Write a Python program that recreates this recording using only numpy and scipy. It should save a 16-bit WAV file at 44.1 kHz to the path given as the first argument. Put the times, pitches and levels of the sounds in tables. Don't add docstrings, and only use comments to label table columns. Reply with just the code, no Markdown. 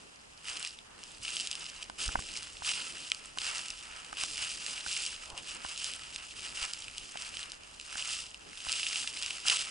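import sys
import numpy as np
from scipy import signal
from scipy.fft import rfft, irfft, next_fast_len
from scipy.io import wavfile
from scipy.ndimage import uniform_filter1d

SR = 44100
rng = np.random.default_rng(int(sys.argv[2]) if len(sys.argv) > 2 else 0)


def volts(x):
    e = np.asarray(x, float) / 20
    return 10 ** e


def to_wav(s):
    ch = np.atleast_2d(s).T
    pcm = np.round(np.clip(ch, -1, 1) * 32767)
    wavfile.write(sys.argv[1], SR, pcm.astype(np.int16))


N = 427769
SIZE = next_fast_len(N + 8192)
HZ = np.fft.rfftfreq(SIZE, 1 / SR)
CRUNCH_AT_DB = -44.5

# (low edge [Hz], high edge [Hz], polarity [+1 or -1])
PARTS = ((435, 2160, 1), (2210, 3520, -1), (4350, 21000, 1))


def level(x, db):
    return x * volts(db) / np.sqrt(np.mean(x ** 2))


def curves(table):
    s, *columns = np.transpose(table)
    return [np.interp(np.arange(N) / SR, s, c) for c in columns]


def along(points):
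    hz, value = np.transpose(points)
    return np.interp(np.log(HZ + 1), np.log(hz + 1), value)


def through(x, response):
    return irfft(rfft(x, SIZE) * response, SIZE)[..., :N]


def causal(db):
    cepstrum = irfft(db * np.log(10) / 20, SIZE)
    cepstrum[1:SIZE // 2] *= 2
    cepstrum[SIZE // 2 + 1:] = 0
    return np.exp(rfft(cepstrum))


def band(x, low_hz, high_hz, polarity=1):
    sos = signal.butter(2, [low_hz, high_hz], "band", fs=SR, output="sos")
    return polarity * signal.sosfilt(sos, x)


def walk(rate):
    k = int(SR / rate)
    steps = np.repeat(rng.standard_normal(N // k + 1), k)
    return uniform_filter1d(uniform_filter1d(steps, k), k)[:N]


def clicks(seconds, sizes):
    x = np.zeros(N)
    at = np.clip((np.asarray(seconds) * SR).astype(int), 0, N - 1)
    np.add.at(x, at, sizes)
    return x


def port_colour():
    # (frequency [Hz], level [dB])
    ground = [(500, -16.5), (800, -13.5), (1300, -9.5), (2200, -14), (4000, -10), (6000, -14.5),
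              (9000, -15.5), (10800, -17)]
    # (pitch [Hz], width [Hz], level [dB])
    ports = [(1311, 27, -7.5), (2804, 510, -4), (2890, 280, -6), (5050, 550, -1), (7810, 3040, -4)]
    port_lift_db = 17
    lift = 0
    for hz, width, db in ports:
        lift = lift + volts(db + port_lift_db) ** 2 / (1 + ((HZ - hz) / width * 2) ** 2)
    return causal(along(ground) + 10 * np.log10(1 + lift))


def hiss():
    # (frequency [Hz], density [dB per Hz])
    common = [(12, -39), (20, 6.5), (252, 3.5), (416, -2.5), (896, 4), (2790, -7), (11000, -8.5),
              (14300, -80)]
    # (frequency [Hz], density [dB per Hz])
    apart = [(20, -29), (180, -22), (300, -10.5), (650, -7.5), (1800, -10), (11000, -22.5)]
    common_db, apart_db = -62.5, -57.5
    whine_hz, whine_db = 6772, -77
    port = np.sqrt(1 + volts(5) ** 2 / (1 + ((HZ - 2830) / 240) ** 4))
    mid = through(rng.standard_normal(N), port * volts(along(common)))
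    mid = level(mid * volts(1.5 * walk(14)), common_db)
    side = level(through(rng.standard_normal(N), volts(along(apart))), apart_db)
    whine = volts(whine_db) * np.sin(2 * np.pi * whine_hz * np.arange(N) / SR)
    return mid + whine + side * np.array([[1], [-1]])


def wind():
    # (time [s], rumble [dB], cloth and ground [dB])
    gusts = [
        (0.0, -73.5, -67),
        (1.38, -67, -61.5),
        (1.84, -68, -68),
        (2.16, -51, -49.5),
        (2.27, -66, -60),
        (3.94, -68.5, -67.5),
        (4.32, -66, -60.5),
        (7.89, -68.5, -67.5),
        (9.7, -67, -62),
    ]
    rumble_db, cloth_db = curves(gusts)
    air = rng.standard_normal(N) + .3 * rng.standard_normal((2, N))
    rumble = level(band(air, 18, 75) * volts(3 * walk(9)), 1.5)
    rumble = rumble * volts(np.minimum(rumble_db, -64))
    cloth = band(rng.standard_normal((2, N)), 122, 500) * volts(3.7 * walk(25))
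    return rumble + level(cloth, 0.35) * volts(cloth_db)


def stride():
    # (time at full weight [s], rustle [dB], rise [s], hold [s], fade [dB per s])
    footfalls = [(0.514, -47.5, 0.219, 0.15, 135), (1.3, -44, 0.09, 0.11, 42),
                 (1.986, -46, 0.015, 0.019, 15.5), (2.66, -38, 0.057, 0.039, 48),
                 (3.386, -47, 0.018, 0.008, 13.5), (4.172, -47, 0.013, 0.23, 50),
                 (4.88, -42.5, 0.09, 0.19, 101), (5.801, -43, 0.14, 0.022, 52),
                 (6.562, -46.5, 0.1, 0.022, 22), (7.237, -47.5, 0.46, 0.027, 124),
                 (7.988, -45.5, 0.45, 0.21, 123), (8.737, -41.5, 0.44, 0.26, 57),
                 (9.479, -32, 0.06, 0.017, 81)]
    # (time at the middle [s], rustle [dB], half length [s])
    sweeps = [(-0.025, -63.4, 0.24), (0.494, -43, 0.05), (1.097, -56.5, 0.18), (1.258, -43.5, 0.051),
              (1.666, -51.5, 0.11), (1.807, -51.5, 0.069), (2.031, -40, 0.054), (2.358, -48, 0.079),
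              (3.1, -51.5, 0.16), (3.257, -56.5, 0.071), (3.46, -41, 0.091), (3.55, -44, 0.16),
              (4.218, -39, 0.058), (4.448, -42.5, 0.13), (4.69, -45, 0.31), (4.941, -39.5, 0.057),
              (5.258, -53.5, 0.13), (5.385, -49, 0.035), (5.513, -49, 0.135), (5.692, -45.5, 0.12),
              (6.275, -51.5, 0.51), (6.456, -46.5, 0.11), (6.637, -39.5, 0.036), (7.007, -54.5, 0.11),
              (7.396, -48.5, 0.13), (7.532, -58, 0.066), (7.66, -58, 0.092), (7.984, -42, 0.045),
              (8.125, -42.5, 0.065), (9.288, -45, 0.23)]
    rise_db, sweep_db, rest_db = 30, 20, -66
    crunch_base_db, crunch_share, fine_db = -8, 0.8, 4
    t = np.arange(0, N / SR, .001)
    power = volts(rest_db) ** 2
    for s, db, rise, hold, fade in footfalls:
        before_db = rise_db * np.clip((s - t) / rise, 0, 5)
        after_db = fade * np.clip(t - s - hold, 0, 5)
        power = power + volts(db - before_db - after_db) ** 2
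    for s, db, half in sweeps:
        power = power + volts(db - sweep_db * np.minimum(((t - s) / half) ** 2, 5)) ** 2
    rustle_db = np.interp(np.arange(N) / SR, t, 10 * np.log10(power))
    crunch_db = crunch_base_db - (1 - crunch_share) * (rustle_db - CRUNCH_AT_DB) + 4.1 * walk(12)
    blades_db = fine_db + 0.5 * walk(12)
    return rustle_db, crunch_db, blades_db


def grass(colour, rustle_db, crunch_db, blades_db):
    dice = rng.random((N, 2)).T
    bed = (dice[0] < .5) * volts(2.4 * walk(70)) * rng.standard_normal(N)
    tick_db = 10.5 + np.minimum(-3.5 * np.log(dice[1]), 7)
    ticks = (dice[0] > .993) * volts(tick_db) * np.sign(rng.standard_normal(N))
    out = 0
    for edges, db, stray in zip(PARTS, (crunch_db + 5.0, .1, blades_db), (.6, .3, .35)):
        tick_balance = volts(np.clip(4 * rng.standard_normal(N), -12, 4))
        near = bed * volts(1.5 * walk(40)) + ticks * tick_balance
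        aside = stray * near * rng.standard_normal((2, N))
        part = through(band(near + aside, *edges), colour)
        out = out + level(part, 1.37) * volts(rustle_db + db)
    return out


def crackles(colour, rustle_db):
    # (time [s], peak [dB], pitch [Hz])
    cracks = [(0.5104, -35, 2780), (0.7882, -28, 2840), (1.2528, -23, 2800), (1.28, -19, 2840),
              (1.289, -20, 2840), (1.6077, -31, 5120), (1.699, -28, 5200), (1.8252, -24, 2690),
              (2.648, -24, 2680), (2.7367, -20, 2920), (3.4165, -21, 3020), (4.1698, -26, 2710),
              (4.4245, -20, 2900), (4.447, -25, 3140), (4.9654, -25, 2710), (6.5964, -25, 2820),
              (6.8818, -26, 2660), (7.1722, -22.5, 2680), (7.3695, -20.5, 2900), (7.4293, -24, 3080),
              (8.0237, -21, 2940), (8.6033, -28, 2930), (8.687, -20, 2750), (8.7364, -21, 2600),
              (8.79, -29, 2910), (8.8303, -17.5, 2900), (8.867, -14, 2950), (8.958, -16.5, 2800),
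              (9.4983, -8.5, 2700), (9.6144, -18.5, 2860)]
    count, crackle_db, crack_db, crack_s = 2400, 4.5, 2.1, .0014
    dice = rng.random((count, 4)).T
    s, db, hz = np.transpose(cracks)
    loose = dice[0] * N / SR
    under_db = rustle_db[(loose * SR).astype(int)]
    spread_db = np.clip(4 - .12 * (under_db - CRUNCH_AT_DB), 3, 6)
    loose_db = under_db + crackle_db + spread_db * np.minimum(-np.log(dice[1]), 3.2)
    s, db = np.r_[s, loose], np.r_[db + crack_db, loose_db]
    lasts = crack_s * np.r_[1 + 0 * hz, .3 + 1.4 * dice[3]]
    hz = np.r_[hz, 1500 * 2 ** (2.6 * dice[2])]
    t, f = np.arange(384) / SR, np.fft.rfftfreq(384, 1 / SR)
    shape = np.exp(-(np.log2((f + 1) / hz[:, None]) / 0.44) ** 2) + 0.29
    burst = irfft(rfft(rng.standard_normal((len(s), len(t)))) * shape)
    burst = burst * np.exp(-t / lasts[:, None]) * (1 - np.exp(-t / 0.00042))
    rms = np.sqrt((burst ** 2).sum(axis=1, keepdims=True) / (lasts[:, None] * SR))
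    burst = burst / rms * volts(db)[:, None]
    at_port = np.interp(hz, HZ, np.abs(colour))[:, None] ** 0.79
    sides = volts(np.array([[1], [-1]]) * walk(200))
    pushes = clicks(s[:, None] + t + .5 / SR, burst / at_port * 0.44)
    return through(pushes * sides, colour)


def thuds():
    # (time [s], peak [dB], pitch [Hz])
    heels = [(0.5, -54, 70.0), (1.2, -58, 118), (2.618, -53, 67.3), (3.379, -63, 40.4), (4.128, -62, 40.4),
             (4.869, -49, 61.9), (5.299, -61, 86.1), (5.651, -48, 71), (6.62, -42, 40.6), (7.95, -53, 67),
             (8.671, -48, 60), (9.458, -56, 40.4)]
    t, out = np.arange(N) / SR, 0
    for s, db, hz in heels:
        since = np.clip(t - s, 0, None)
        out = out + volts(db + 3) * np.sin(2 * np.pi * hz * since) * np.exp(-since / .011)
    return out


def snaps(colour):
    # (time [s], peak [dB], pitch [Hz])
    stalks = [(0.5711, -29.5, 4790), (0.6493, -26, 4830), (1.368, -25, 4670), (1.4001, -25.5, 4970),
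              (1.4729, -23, 5460), (1.5292, -30.5, 4880), (1.554, -27, 5360), (1.643, -33, 5540),
              (1.83, -30, 5360), (1.899, -35.5, 5410), (3.1184, -14.5, 4030), (3.1477, -29.5, 5660),
              (3.3859, -22.5, 4340), (3.5707, -29, 5670), (5.302, -33, 5510), (5.937, -28.5, 5150),
              (6.1612, -26, 4900), (6.6287, -25.5, 5640), (7.7988, -33.5, 5050), (7.8128, -33.5, 5350),
              (8.3448, -35, 4300), (8.6955, -24, 4120), (9.0754, -24.5, 4610), (9.1742, -38, 5270),
              (9.2252, -23, 5500), (9.232, -24.5, 5590), (9.2626, -23, 5540), (9.3073, -24, 4000),
              (9.484, -14.5, 5550), (9.5703, -26, 4220)]
    # (time [s], peak [dB], pitch [Hz])
    blades = [(0.6279, -26, 6360), (0.6742, -26.5, 7100), (1.0378, -31.5, 6510), (1.4097, -22, 6650),
              (1.514, -21, 5780), (2.0615, -24, 7020), (2.0798, -24, 6080), (2.3732, -24, 6450),
              (2.4302, -29.5, 6730), (3.3746, -34, 7020), (3.5827, -24, 7020), (3.6841, -28, 6310),
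              (3.7043, -23.5, 7020), (4.1292, -35, 6940), (4.2366, -20, 5960), (4.6645, -24, 6680),
              (4.6716, -31, 6070), (4.9289, -26, 6800), (5.0643, -21, 7020), (5.3779, -28, 6310),
              (5.7776, -27.5, 5710), (5.8442, -20, 6260), (6.6512, -25, 6620), (6.7357, -22, 7020),
              (6.9817, -25, 6050), (7.2221, -26, 6430), (7.5197, -28, 5960), (8.7197, -18.5, 6600),
              (8.7271, -18.5, 5780), (9.591, -27, 5810)]
    even_hz, tilt_db_per_octave = 4670, 31
    thick_db, middle_lift_db, thin_db = -11.5, 5, 8.5
    s, db, hz = np.transpose([*stalks, *blades])
    tilt_db = tilt_db_per_octave * np.log2(hz / even_hz)
    middle_db = db - np.maximum(tilt_db, 0)
    parts_db = middle_db + thick_db, middle_db + middle_lift_db, middle_db + tilt_db + thin_db
    dice = rng.random((len(s), 8))
    late = np.cumsum(.4 + dice[:, :4], axis=1) * .0004 - .0007
    fibres = np.sign(dice[:, 4:] - .5) * np.array([1, .35, .35, .25])
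    colour = colour / (1 + 1j * HZ / 7000)
    out, impulse = 0, irfft(colour, SIZE)[:2048]
    for edges, part_db, crest_db in zip(PARTS, parts_db, (-2.5, -3, -4)):
        ring = band(impulse, *edges)
        push = clicks(s[:, None] + late, fibres * volts(part_db)[:, None])
        out = out + volts(crest_db) * band(push, *edges) / np.abs(ring).max()
    return through(out, colour)


def scuffs():
    # (time [s], half length [s], level [dB], low edge [Hz], high edge [Hz])
    strokes = [
        (0.967, 0.11, -60.5, 900, 1800),
        (5.34, 0.067, -53.5, 500, 1100),
        (8.09, .11, -57.5, 1220, 1450),
    ]
    t, cloth, out = np.arange(N) / SR, rng.standard_normal(N), 0
    for s, half, db, low_hz, high_hz in strokes:
        out = out + level(band(cloth, low_hz, high_hz), db) * np.exp(-((t - s) / half) ** 2)
    return out


def housing():
    # (time [s], peak [dB], pitch [Hz])
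    knocks = [(1.898, -30.5, 960), (2.09, -29.5, 1400), (2.155, -16, 933), (2.19, -27, 1070),
              (2.621, -30.5, 960), (3.373, -29, 1030), (4.128, -28.5, 1290), (4.236, -27.5, 1040),
              (4.863, -30, 1500), (5.648, -26.5, 1000), (7.156, -32.5, 736), (7.955, -31, 1580),
              (8.667, -30, 1020), (9.043, -34.5, 1330), (9.454, -32.5, 1400)]
    out, t = np.zeros(N), np.arange(1500) / SR
    for s, db, hz in knocks:
        modes = (340, .15), (820, .45), (hz, .6), (1500, .45), (2050, .12)  # (pitch [Hz], share)
        ring = sum(share * np.sin(2 * np.pi * f * t) for f, share in modes)
        ring = ring * np.exp(-t / 0.0021) * (1 - np.exp(-t / 0.00076))
        start = int(s * SR)
        out[start:start + len(t)] += volts(db + 7.0) * (ring + 0.077 * np.roll(ring, 70))
    return out


def jolts():
    # (time [s], push [dB], length [s], sign and size)
    pushes = [
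        (2.066, -40, 0.018, 0.81),
        (2.075, -36, 0.021, -1.1),
        (2.086, -28, 0.013, 0.95),
        (2.097, -39, 0.023, -0.85),
        (2.148, -40, 0.017, 0.92),
        (2.152, -35, 0.018, -1.1),
        (2.182, -35, 0.017, 1),
        (2.193, -35.5, 0.0072, -1.1),
        (5.334, -38, 0.013, 0.57),
    ]
    t, out = np.arange(N) / SR, 0
    for s, db, length, sign in pushes:
        out = out + sign * volts(db) * np.exp(-((t - s) / (0.27 * length)) ** 2)
    return out


def two_ports(outside):
    # (frequency [Hz], lead [rad])
    lead = [(0, 0), (340, -1.9), (650, -2.2), (1720, -1.5), (2500, -.2), (3010, -1.1), (4000, -.2),
            (12000, -.1)]
    # (frequency [Hz], level [dB])
    lean = [(350, -.5), (1120, -4), (2010, -1), (3610, -.5), (6480, -1.2)]
    half = volts(along(lean) / 2) * np.exp(.5j * np.interp(HZ, *np.transpose(lead)))
    return through(outside, np.array([half, 1 / half]))


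def scene():
    colour, effort = port_colour(), stride()
    bed_db = -4
    outside = volts(bed_db) * grass(colour, *effort) + crackles(colour, effort[0])
    outside = outside + snaps(colour) + housing()
    at_camera = jolts() + thuds() + scuffs() + wind() + hiss()
    return two_ports(outside) + at_camera * volts([[-.4], [.4]])


def band_limit(x):
    return signal.sosfilt(signal.butter(12, 12240, fs=SR, output="sos"), x)


def record(dry):
    # (frequency [Hz], gain [dB])
    top = [(10000, 0), (10950, -2), (11080, -24), (11500, -42), (13000, -55), (22000, -60)]
    return band_limit(through(dry, causal(along(top))))


dry = scene()
out = record(dry)
to_wav(out)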